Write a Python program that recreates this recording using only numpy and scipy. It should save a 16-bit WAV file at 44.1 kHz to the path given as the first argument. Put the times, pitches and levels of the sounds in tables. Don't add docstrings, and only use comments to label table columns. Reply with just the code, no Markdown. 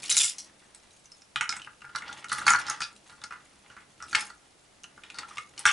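import sys
import numpy as np
from scipy import signal
from scipy.fft import rfft, irfft
from scipy.io import wavfile
from scipy.ndimage import uniform_filter1d

SR = 44100
rng = np.random.default_rng(int(sys.argv[2]) if len(sys.argv) > 2 else 0)


def dump(signal):
    limited = np.clip(np.atleast_2d(signal).T, -1, 1)
    pcm = np.round(limited * 32767).astype(np.int16)
    wavfile.write(sys.argv[1], SR, pcm)


N = 252252

# start_s, small_parts_peak_db, block_rms_db, struck_part_pitch_hz, chatter_t60_s
CONTACTS = [(0.0421, -34.5, -81, 2760, 0.28), (0.059, -26, -77, 4200, 0.29), (0.0998, -11, -64, 7230, 0.14),
            (0.1067, -15, -71, 7240, 0.079), (0.1096, -16, -46.5, 3920, 0.19),
            (0.1237, -12.5, -51, 6100, 0.092), (0.144, -18.5, -51, 4240, 0.072),
            (0.1674, -6.5, -41.5, 7560, 0.03), (0.1732, -7.5, -45, 6960, 0.54),
            (0.1766, -11, -71, 3770, 0.22), (0.2016, -15, -64, 3410, 0.25), (0.2436, -14, -49, 7600, 0.066),
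            (0.2805, -23.5, -74, 3530, 0.071), (0.383, -25, -93, 5900, 0.21),
            (0.7474, -34.5, -69, 8200, 0.099), (1.0564, -42.5, -85, 6120, 0.048),
            (1.1184, -38, -71, 5240, 0.048), (1.2192, -42.5, -71, 5520, 0.055),
            (1.3587, -41, -49, 4270, 0.036), (1.3589, -14, -33.5, 2520, 0.092),
            (1.4093, -15.5, -29, 2020, 0.17), (1.492, -16.5, -36, 4880, 0.12),
            (1.524, -22.5, -41.5, 2150, 0.1), (1.5655, -29.5, -44, 7820, 0.12),
            (1.5969, -35.5, -51.5, 2750, 0.035), (1.618, -33.5, -74, 2940, 0.073),
            (1.6464, -35, -71, 2950, 0.015), (1.6645, -43, -70, 2750, 0.047),
            (1.671, -58, -44.5, 2000, 0.037), (1.733, -47.5, -82, 2750, 0.026),
            (1.807, -46, -65, 2930, 0.03), (1.818, -37.5, -50.5, 2780, 0.054),
            (1.8442, -54, -46, 2700, 0.15), (1.8917, -48, -51, 2940, 0.06),
            (1.9496, -33.5, -35, 4000, 0.077), (1.959, -19, -36.5, 4110, 0.074),
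            (1.9842, -30, -58, 3160, 0.046), (2.021, -35.5, -42, 2240, 0.12), (2.08, -37, -61, 3690, 0.13),
            (2.0912, -49, -41, 2280, 0.016), (2.1277, -32.5, -73, 3400, 0.027),
            (2.2434, -28.5, -43.5, 1996, 0.078), (2.2964, -30, -46, 3030, 0.38),
            (2.3169, -23, -28.5, 4500, 0.36), (2.3275, -17.5, -36.5, 9030, 0.05),
            (2.3836, -32, -37.5, 2100, 0.052), (2.4161, -54, -37.5, 2190, 0.055),
            (2.4665, -16.5, -23.5, 4450, 0.21), (2.4793, -7.5, -20.5, 2080, 0.095),
            (2.5038, -10.5, -20.5, 6780, 0.099), (2.526, -41, -32, 2100, 0.05),
            (2.5348, -15, -21.5, 6000, 0.024), (2.5475, -23.5, -22, 2160, 0.022),
            (2.559, -22.5, -40.5, 4420, 0.03), (2.572, -42, -52, 2100, 0.039),
            (2.589, -34, -53, 5730, 0.036), (2.615, -31.5, -59, 5400, 0.085), (2.666, -26, -44, 4180, 0.39),
            (2.682, -26.5, -35.5, 5240, 0.31), (2.698, -17.5, -35.5, 6240, 0.036),
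            (2.805, -26, -35.5, 4800, 0.1), (2.818, -20.5, -36, 3250, 0.16),
            (3.096, -42.5, -56, 4100, 0.05), (3.1256, -51, -55.5, 4650, 0.24),
            (3.216, -39, -53, 3680, 0.038), (3.2381, -26.5, -44.5, 4860, 0.056),
            (3.3071, -42, -42.5, 2580, 0.11), (3.323, -41, -43, 2600, 0.24), (3.7, -45, -52.5, 3000, 0.35),
            (3.7661, -42.5, -47.5, 2250, 0.26), (4.0028, -43.5, -46.5, 2650, 0.25),
            (4.024, -30.5, -44.5, 5630, 0.096), (4.1291, -26, -34, 4450, 0.41),
            (4.1491, -9, -28, 2170, 0.067), (4.1525, -10, -61, 4280, 0.033),
            (4.2108, -26.5, -51, 5050, 0.085), (4.3002, -42.5, -47.5, 4470, 0.077),
            (4.8345, -35, -66, 6200, 0.032), (4.8406, -32.5, -54.5, 2860, 0.067),
            (4.977, -51, -51.5, 2060, 0.11), (5.0357, -33.5, -57, 2530, 0.16),
            (5.101, -31, -58, 2600, 0.068), (5.1438, -37, -51, 4360, 0.43), (5.186, -23, -42, 4700, 0.084),
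            (5.2312, -43, -44, 2660, 0.1), (5.308, -48.5, -47.5, 3270, 0.15),
            (5.3709, -31, -45.5, 2720, 0.015), (5.3816, -21, -40.5, 2140, 0.028),
            (5.5776, -29.5, -65, 3110, 0.52), (5.592, -24.5, -55, 8360, 0.058),
            (5.654, -7.5, -20, 2010, 0.15), (5.6631, -11, -24.5, 5940, 0.16),
            (5.6762, -13.5, -31.5, 2150, 0.33), (5.6916, -19, -30.5, 2170, 0.17)]
# pitch_hz, level_db
BLOCK_MODES = [(850, -1), (980, -2), (1180, -4), (1260, -7), (1375, -7), (1435, -7.5), (1600, -8),
               (1700, -5), (1950, 0), (2170, -26.5)]
# pitch_hz, t60_s
PART_MODES = [(2170, .03), (2450, .022), (2750, .022), (2950, .018), (3530, .022), (3880, .025),
              (4450, .025), (5240, .035), (5700, .028), (6100, .02), (6480, .035), (6780, .025),
              (7300, .025), (8050, .03), (8800, .02), (9600, .02)]
# pitch_hz, width_hz, level_db
DESK_MODES = [(76.8, 14, -5), (136, 12.7, 0), (203.3, 18, -1), (303, 110, -5.5), (534, 530, -11)]
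# frequency_hz, t60_s
ROOM_DECAY = [(300, 0.18), (1400, 0.27), (4000, 0.16), (10000, 0.15)]
# frequency_hz, density_db (per Hz)
HISS_SPECTRUM = [(15, -5.5), (25, -0.5), (181, 0), (342, -1), (732, 0), (1160, -4), (1350, -4),
                 (1970, -5.5), (10800, -11.5)]
# frequency_hz, likeness (0 to 1)
HISS_LIKENESS = [(100, 1), (300, 0.09), (1000, 0.087), (8000, 0.48)]
# time_s, sliding_level_db, loose_part_rattle_level_db
HANDLING = [(0.0, -50.5, -50.5), (0.13, -53.5, -29), (0.25, -71, -30.5), (0.41, -62, -63.5),
            (0.94, -71.5, -64.5), (1.4, -104, -68.5), (1.531, -49.5, -52), (1.64, -63.5, -66),
            (1.86, -79, -68.5), (2.02, -50.5, -66), (2.31, -55.5, -49), (2.45, -35.5, -40),
            (2.53, -52, -29), (2.69, -41, -67), (2.869, -65, -61), (3.582, -66.5, -70.5),
            (4.031, -67.5, -68.5), (4.169, -41, -36.5), (4.38, -76, -66), (4.801, -73, -75),
            (5.24, -51.5, -61.5), (5.42, -67.5, -54), (5.62, -53, -81), (5.72, -57, -30)]
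# time_s, pitch_hz
WALL_PITCH = [(5.15, 1400), (5.25, 1190), (5.45, 1190), (5.6, 1400)]

HISS_DB = -59.5
EDGE_HZ = 11100
BLOCK_T60_S = 0.048
RUMBLE_OFFSET_DB, RUMBLE_FOLLOWS = -38, 0.45
BOUNCES_PER_S, BOUNCE_DB = 450, -7.5
WALL_PITCH_SPREAD = 0.025
SLIPS_PER_S, TICKS_PER_S = 340, 250
CLUMP_S, CLUMP_DB = 0.017, 6.5
PLACE_DB = 1.1


def gain_of(db):
    return 10 ** (np.asarray(db) / 20)


def read(points, hz):
    f, value = np.transpose(points)
    return np.interp(np.log(hz + 1), np.log(f + 1), value)


def add(mix, s, sound):
    part = mix[:, round(s * SR):][:, :sound.shape[-1]]
    part += sound[..., :part.shape[1]]


def hiss():
    hz = np.fft.rfftfreq(N, 1 / SR)
    left, other = rfft(rng.standard_normal((2, N)))
    alike = np.clip(read(HISS_LIKENESS, hz), 0, 1)
    right = alike * left + np.sqrt(1 - alike ** 2) * other
    noise = irfft(np.array([left, right]) * gain_of(read(HISS_SPECTRUM, hz)), N)
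    return gain_of(HISS_DB) * noise / noise.std()


def clumps():
    width = int(CLUMP_S * SR)
    swing = uniform_filter1d(uniform_filter1d(rng.standard_normal(N), width), width)
    return np.clip(swing / swing.std(), -1.3, 1.3)


def handling_level(column):
    table = np.transpose(HANDLING)
    return np.interp(np.arange(N) / SR, table[0], table[column])


def desk_rumble():
    hz = np.fft.rfftfreq(N, 1 / SR)
    desk = sum(gain_of(db) / (1 + (2 * (hz - f) / width) ** 2) for f, width, db in DESK_MODES)
    rumble = irfft(rfft(rng.standard_normal((2, N))) * desk, N) * gain_of(2.3 * clumps())
    rumble[1] = 1.1 * rumble[0] + 0.27 * rumble[1]
    return gain_of(RUMBLE_OFFSET_DB + RUMBLE_FOLLOWS * handling_level(1)) * rumble / rumble.std()


def taps(per_s, spread_db):
    happens = rng.random(N) < per_s / SR
    size = np.minimum(rng.exponential(1, N), 4)
    return happens * gain_of(spread_db * size) * rng.choice([-1, 1], N)


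def nearness_db(modes_hz, struck_hz, slope_db, floor_db):
    return -np.minimum(slope_db * abs(np.log2(modes_hz / struck_hz)), floor_db)


def ring(hz, db, t60, t, spread_db, detune):
    strength, sign, bend = rng.standard_normal((3, len(hz), 1))
    level_db = db + spread_db * strength - 60 * t / np.maximum(t60, .005)
    sines = np.sin(2 * np.pi * hz * (1 + detune * bend) * t)
    sound = (np.sign(sign) * gain_of(level_db) * sines).sum(0)
    return sound / abs(sound).max()


def band(x, lo_hz, hi_hz):
    sos = signal.butter(2, [lo_hz, min(hi_hz, .45 * SR)], "bandpass", fs=SR, output="sos")
    return signal.sosfilt(np.vstack([sos, sos]), x)


def crack(t, t60, lo_hz, hi_hz):
    sound = band(rng.standard_normal(len(t)) * gain_of(-60 * t / t60), lo_hz, hi_hz)
    return sound / abs(sound).max()


def block_slide():
    block_hz, block_db = np.transpose(BLOCK_MODES)[:, :, None]
    t, slide = np.arange(SR // 16) / SR, np.zeros(N)
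    slips = taps(SLIPS_PER_S, 2.1) * gain_of(CLUMP_DB * clumps())
    spot = rng.integers(0, 5, N)
    for k in np.unique(spot):
        modes_db = block_db + nearness_db(block_hz, WALL_PITCH[0][1], 12, 1.1)
        shell = ring(block_hz, modes_db, BLOCK_T60_S, t, 1.8, 0.03)
        shell += crack(t, 0.034, 830, 4100)
        slide += signal.oaconvolve(slips * (spot == k), shell)[:N]
    return gain_of(handling_level(1)) * slide / slide.std()


def piston_rattle():
    t, rattle = np.arange(SR // 16) / SR, np.zeros(N)
    ticks = taps(TICKS_PER_S, 2.4) * gain_of(CLUMP_DB * clumps())
    which = rng.integers(0, len(PART_MODES), N)
    for k, (f, t60) in enumerate(PART_MODES):
        tick = 0.48 * gain_of(-60 * t / t60) * np.sin(2 * np.pi * f * t)
        tick += crack(t, 0.025, 2200, 20000)
        rattle += signal.oaconvolve(ticks * (which == k), tick)[:N]
    return gain_of(handling_level(2)) * rattle / rattle.std()


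def chatter(t60, t):
    happens = rng.random(len(t)) < BOUNCES_PER_S / SR
    size = np.minimum(rng.exponential(1, len(t)), 3)
    bounces = happens * gain_of(BOUNCE_DB + 3.0 * size - 60 * t / max(t60, .01))
    bounces[0] = 1
    return bounces * rng.choice([-1, 1], len(t))


def bounce(clear, cracked, t60, t):
    sound = signal.fftconvolve(chatter(t60, t), cracked)
    sound[:len(t)] += clear
    return sound


def small_parts(level_db, struck_hz, t60, t):
    part_hz, part_t60 = np.transpose(PART_MODES)[:, :, None]
    ping = ring(part_hz, nearness_db(part_hz, struck_hz, 120, 23), part_t60, t, 2.5, .004)
    ping *= gain_of(-.25 * level_db - 3)
    body = .3 * ping + crack(t, 0.012, 0.65 * struck_hz, 1.7 * struck_hz)
    body += struck_hz / 9000 * crack(t, 0.012, 3440, 15900)
    meet = 1 - np.exp(-t * 2000)
    parts = bounce(meet * ping, meet * body, t60, t)
    return gain_of(level_db) * parts / abs(parts).max()


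def block_knock(s, level_db, t60, t):
    block_hz, modes_db = np.transpose(BLOCK_MODES)[:, :, None]
    knock_hz = np.interp(s, *np.transpose(WALL_PITCH)) * np.exp(WALL_PITCH_SPREAD * rng.standard_normal())
    knock_db = modes_db + nearness_db(block_hz, knock_hz, 48, 20)
    knock = gain_of(-.15 * level_db + 4) * ring(block_hz, knock_db, BLOCK_T60_S, t, 2, .005)
    body = .4 * knock + crack(t, 0.022, 0.85 * knock_hz, 1.7 * knock_hz)
    fill = 1 - np.exp(-t / 0.0018)
    block = bounce(fill * knock, fill * body, .7 * t60, t)
    return gain_of(level_db) * block / block[:SR // 50].std()


def desk_thud(block_db, t):
    hz, width, db = np.transpose(DESK_MODES)[:, :, None]
    t60 = np.log(1000) / np.pi / width
    thud = ring(hz, db, t60, t, 4.4, 0.0061) * (1 - np.exp(-t / 0.00046))
    thud += crack(t, 0.12, 220, 900)
    return gain_of(0.57 * block_db - 32.0) * thud


def contacts():
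    out, t = np.zeros((2, N)), np.arange(SR // 8) / SR
    for s, parts_db, block_db, struck_hz, t60 in CONTACTS:
        blow = small_parts(parts_db, struck_hz, t60, t) + block_knock(s, block_db, t60, t)
        tilt_db = PLACE_DB * rng.standard_normal() * np.array([[1], [-1]])
        add(out, s, blow * gain_of(tilt_db))
        add(out, s, desk_thud(block_db, t))
    return out


def tail():
    size = SR // 2
    reflections = np.zeros((2, size))
    slots = np.arange(150, size - 20, 20)
    at = slots + rng.integers(0, 20, (2, len(slots)))
    np.put_along_axis(reflections, at, rng.choice([-1., 1.], at.shape), 1)
    hz, t, z = signal.stft(reflections, SR, nperseg=256)
    decay = gain_of(-60 * t / read(ROOM_DECAY, hz)[:, None])
    echo = signal.istft(z * decay, SR, nperseg=256)[1]
    echo[1] = 0.57 * echo[0] + 0.63 * echo[1]
    return echo / np.linalg.norm(echo, axis=1, keepdims=True)


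def room(x):
    turn = 2 * np.pi * 4 * np.arange(N) / SR
    shares = (np.sin(turn), np.cos(turn))
    return sum(signal.fftconvolve(share[None] * x, tail(), axes=1)[:, :N] for share in shares)


def scene():
    handled = block_slide() + piston_rattle()
    direct = contacts() + handled
    return direct + gain_of(-6.5) * room(direct.mean(0)) + desk_rumble() + hiss()


def record(dry):
    lowpass = signal.firwin(255, EDGE_HZ, window=("kaiser", 8), fs=SR)
    return signal.oaconvolve(dry, lowpass[None], "same", axes=1)


dry = scene()
out = record(dry)
dump(out)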